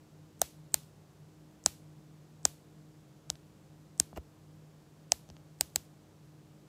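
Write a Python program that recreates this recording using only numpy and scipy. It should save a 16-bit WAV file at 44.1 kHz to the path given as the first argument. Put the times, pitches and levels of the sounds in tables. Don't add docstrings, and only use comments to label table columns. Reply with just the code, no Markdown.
import sys
import numpy as np
from scipy import signal
from scipy.fft import rfft, irfft
from scipy.io import wavfile

SR = 44100
rng = np.random.default_rng(int(sys.argv[2]) if len(sys.argv) > 2 else 0)


def transcribe(signal):
    frames = np.atleast_2d(signal).T
    limited = np.clip(frames, -1, 1)
    pcm = np.round(limited * 32767).astype(np.int16)
    wavfile.write(sys.argv[1], SR, pcm)


def volts_from_db(level):
    exponent = np.asarray(level, float) / 20
    return 10 ** exponent


N = 294581


def evened(x):
    return x / np.sqrt(np.mean(x ** 2) + 1e-20)


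def add(mix, start_s, sound):
    part = mix[round(start_s * SR):][:len(sound)]
    part += sound[:len(part)]


def mode(hz, t60, rise=0., late=0.):
    t = np.maximum(np.arange(4096) / SR - late, 0)
    swell = (1 - np.exp(-t / (rise + 1e-6))) ** 2
    ring = np.sin(2 * np.pi * hz * t) * volts_from_db(-60 * t / t60) * swell
    return ring / abs(ring).max()


def coloured(x, hz, db):
    bins = np.fft.rfftfreq(len(x), 1 / SR)
    gain = volts_from_db(np.interp(np.log(bins + 1), np.log(hz), db))
    return irfft(rfft(x) * gain, len(x))


# (f/Hz, level/dB per Hz)
FLOOR_COLOUR = [(25, -42.5), (45, -20.5), (160, -12.5), (400, -15.5), (2090, -33.5), (7900, -36.5),
                (8300, -33.5), (15500, -37.5)]
# (f/Hz, width/Hz, level/dB, steady core relative to its drift)
MOTOR_LINES = [(62, 30, -79.5, 1.3), (98.4, 5.2, -73, 1.8), (134.8, 11, -71.5, -0.5),
               (153.2, 14, -62.5, 1.5), (198.77, 9.5, -75, 0.13), (307.2, 2.7, -71, 2.5)]


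def room_tone():
    hiss = coloured(rng.standard_normal(N), *np.transpose(FLOOR_COLOUR))
    out = volts_from_db(-65.5) * evened(hiss)
    t = np.arange(N) / SR
    for hz, width_hz, db, core in MOTOR_LINES:
        pole = np.exp(-np.pi * width_hz / SR)
        noise = rng.standard_normal(N) + 1j * rng.standard_normal(N)
        drift = signal.lfilter([1], np.poly([pole, pole]), noise)
        steady = core * np.sqrt(np.mean(abs(drift) ** 2))
        line = ((drift + steady) * np.exp(2j * np.pi * hz * t)).real
        out += volts_from_db(db) * evened(line)
    return out


# (t/s, tick energy level/dB, case knock level/dB, deep knock level/dB, room answer level/dB)
TAPS = [
    (.4168, 4, -21.5, -55, -26),
    (.7426, 5.5, -31, -60.5, -29),
    (1.6613, 4.5, -24, -42.5, -26.5),
    (2.4531, 4.5, -25, -41.5, -28.5),
    (3.3014, -6, -37.5, -60.5, -43),
    (3.9999, 5.5, -38.5, -41, -33.5),
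    (5.1202, 3.5, -26, -61, -31),
    (5.6100, 4, -30, -53, -31.5),
    (5.7598, 2, -33, -50.5, -33),
]
# (spot, stretch of its frequencies when hit a little off, ghost level/dB)
SPOTS = [("edge", 0.99, -37), ("corner", 0.99, -41), ("middle", 0.96, -34), ("middle", 1, -43.5),
         ("soft", 0.98, -60), ("top", 0.98, -37.5), ("low", 1, -56.5), ("rim", 1.019, -44.5),
         ("rim", 0.96, -47)]
GLASS_COLOUR = { "edge": [(700, -4), (1400, -6), (2500, -23), (3700, -6.5), (5900, 2.5), (9200, 2.5),
                (13000, 0), (15200, -6.5)], "corner": [(700, -26.5), (1600, -11), (2900, -17), (4300, -6.5),
                (7000, -1), (9000, 2.5), (13800, -5), (15200, -9.5)], "rim": [(700, -24), (1600, -12),
                (2600, -9), (4500, -2), (6800, 0.5), (8000, 3), (12800, -2), (15200, -6)],
                "middle": [(700, -18.5), (1400, -7), (4000, -11), (6000, -1), (8000, -.5), (8900, -5),
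                (12800, -11), (15200, -13.5)], "soft": [(700, -13), (1400, -8.5), (2300, -22.5), (3700, -3),
                (6000, -1.5), (8000, -4), (12200, -12), (15200, -21.5)], "top": [(700, -25), (1700, -7.5),
                (4200, -11), (6000, 0), (8000, 0.5), (9500, 3), (12500, -9), (15200, -12.5)],
                "low": [(1300, -26), (2650, -10), (4500, -13), (4950, -3), (6200, -0.5), (8300, -6.5),
                (11600, -2.5), (15200, -17.5)], }
EDGE_NOTCHES = { "edge": [(2660, 310, 0.3), (4610, 450, 1), (5300, 330, 0.9), (7500, 450, 0.7),
                (10860, 1400, 0.54)], "corner": [(1189, 360, .84), (2108, 300, .4), (3590, 220, 1),
                (5700, 960, .88), (10300, 1900, .9)], "rim": [(1180, 230, 0.74), (3060, 280, .68),
                (3730, 200, .93), (5960, 610, .96), (10100, 1700, 0.85)], "middle": [(1020, 76, .9),
                (2130, 300, 0.9), (3000, 800, .7), (11893, 500, .6), (13900, 500, .8)],
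                "soft": [(1134, 280, 0.88), (4760, 660, 0.27)], "top": [(1382, 230, .81), (2200, 350, .9),
                (3110, 200, 1), (4000, 180, .6)], "low": [(1130, 200, .7), (3620, 320, .5),
                (10800, 1140, .9), (12900, 1100, 0.91), (14500, 640, .7)], }
# (t/s from the tick, level/dB)
GHOSTS = [(-.0214, 0), (-.0107, -11), (.0214, -3)]


def glass_tick(spot, stretch):
    hz = np.fft.rfftfreq(4096, 1 / SR)
    points_hz, points_db = np.transpose([(100, -89)] + GLASS_COLOUR[spot])
    gain = volts_from_db(np.interp(np.log(hz + 1), np.log(points_hz * stretch), points_db))
    for notch_hz, width_hz, depth in EDGE_NOTCHES[spot]:
        offset = 2 * (hz - notch_hz * stretch) / width_hz
        gain *= 1 - min(depth, .99) / np.sqrt(1 + offset ** 2)
    both_sides = np.r_[gain, gain[-2:0:-1]]
    causal = -signal.hilbert(np.log(both_sides)).imag[:len(hz)]
    spread = 2 * np.pi * (.052 * np.sqrt(hz) + .001 * hz)
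    return irfft(gain * np.exp(1j * (causal - spread)))


def ticks():
    out = np.zeros(N)
    for (s, db, *_), (spot, stretch, ghost_db) in zip(TAPS, SPOTS):
        tick = glass_tick(spot, stretch)
        start = s - abs(tick).argmax() / SR
        tick = tick / np.linalg.norm(tick)
        add(out, start, volts_from_db(db) * tick)
        thin = coloured(tick, [2500, 5000], [-30, 0])
        for offset_s, offset_db in GHOSTS:
            add(out, start + offset_s, volts_from_db(ghost_db + offset_db) * thin)
    return out


def bob():
    return mode(70, .055, rise=.02, late=.0065)


CASE_HZ = {"edge": 699, "corner": 761, "rim": 740, "middle": 740, "soft": 737, "top": 692, "low": 715}
# (f/Hz, t60/s)
CASE_T60 = [(670, 0.0084), (715, .01), (735, 0.0056)]


def knocks():
    out = np.zeros(N)
    deep = mode(290, 0.02, 0.0017, 0.0016) + .6 * mode(150, .04, 0.0033, 0.0026)
    for (s, _, db, deep_db, _), (spot, *_) in zip(TAPS, SPOTS):
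        hz = CASE_HZ[spot]
        t60 = np.interp(hz, *np.transpose(CASE_T60))
        knock = -volts_from_db(db) * mode(hz, t60, rise=.0012, late=.0004)
        bob_db = -51 + .2 * (deep_db + 51)
        add(out, s, knock + volts_from_db(deep_db) * deep + volts_from_db(bob_db) * bob())
    return out


# (f/Hz, t60/s, level/dB)
ROOM = [(500, 0.4, -5.5), (1300, 0.18, -4.5), (3500, 0.33, -4), (7500, 0.34, -4.5), (9000, .38, -1),
        (15200, .24, 0.5), (15896, .2, -30)]


def walls():
    out = np.zeros(N)
    hz, t60, db = np.transpose(ROOM)
    for s, *_, room_db in TAPS:
        echoes = rng.standard_normal(SR // 2)
        bins, t, z = signal.stft(echoes, SR, nperseg=128)
        band_t60 = np.interp(bins, hz, t60)[:, None]
        band_db = np.interp(bins, hz, db)[:, None]
        tail = signal.istft(z * volts_from_db(band_db - 60 * t / band_t60), SR, nperseg=128)[1]
        early = 1 + .3 * np.exp(-np.arange(len(tail)) / SR / .006)
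        add(out, s + .001, volts_from_db(room_db - 17) * early * tail)
    return out


# (t/s, crackle peak level/dB, low pop level/dB, hand bob level/dB)
LIFTS = [
    (3.2967, -54, -51.5, -77.5),
    (3.3554, -51, -54, -69),
    (4.1299, -68, -42.5, -55),
    (4.163, -52, -53.5, -68.5),
    (5.2898, -47, -51, -68),
    (5.301, -46, -46, -54),
    (5.367, -54, -56, -67.5),
]


def lifts():
    out = np.zeros(N)
    fade = volts_from_db(-60 * np.arange(4096) / SR / 0.0038)
    pop = mode(680, 0.005466, 0.0002015) + 0.52 * mode(194, 0.02047, 0.0027, 0.0032)
    for s, db, pop_db, bob_db in LIFTS:
        grit = rng.standard_normal(4096)
        crackle = fade * coloured(grit, [800, 2500, 7000, 12000], [0.5, 8, 7, -23.5])
        add(out, s, volts_from_db(db) * crackle + volts_from_db(pop_db) * pop + volts_from_db(bob_db) * bob())
    return out


# (t/s, level/dB, case ring f/Hz)
SLIPS = [
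    (4.1665, -43, 740),
    (4.1692, -42.5, 720),
    (4.1712, -39, 388),
    (4.1733, -56, 801),
    (4.1754, -33, 700),
    (4.1769, -42.5, 700),
    (4.1783, -39.5, 647),
    (4.1811, -34.5, 375),
]
# (t/s, level/dB)
RASP = [
    (4.158, -55),
    (4.168, -51),
    (4.175, -37.5),
    (4.179, -51.5),
    (4.187, -56),
]
# (t/s, level/dB)
SLIDE_BOB = (4.1705, -41.5)


def slide():
    out = np.zeros(N)
    for slip_s, slip_db, hz in SLIPS:
        add(out, slip_s, volts_from_db(slip_db) * mode(hz, 4.1 / hz, rise=0.073 / hz))
    s, db = np.transpose(RASP)
    t = np.arange(s[0], s[-1], 1 / SR)
    rasp = coloured(rng.standard_normal(len(t)), [300, 1300, 2400, 2850, 3300, 4500, 16000],
                    [-2.5, -4, -8, 3.5, -14, -13.5, -8.5])
    add(out, s[0], volts_from_db(np.interp(t, s, db)) * rasp)
    bob_s, bob_db = SLIDE_BOB
    add(out, bob_s, volts_from_db(bob_db) * bob())
    return out


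def scene():
    return (room_tone() + ticks() + knocks() + walls() + lifts() + slide())[None]


def top_cut(x):
    return signal.sosfilt(signal.butter(12, 16820, fs=SR, output="sos"), x)


def record(dry):
    hz = np.fft.rfftfreq(N, 1 / SR)
    step_hz, step_db, step_width_hz = 8130, -6.5, 25
    step = volts_from_db(step_db * .5 * np.tanh((hz - step_hz) / step_width_hz))
    band = np.interp(hz, [30, 50, 15200, 15900, 16400, 16800], volts_from_db([-20, 0, 0, -25, -16, -52]))
    mix = irfft(rfft(dry) * step * band, N)
    return top_cut(mix)


dry = scene()
out = record(dry)
transcribe(out)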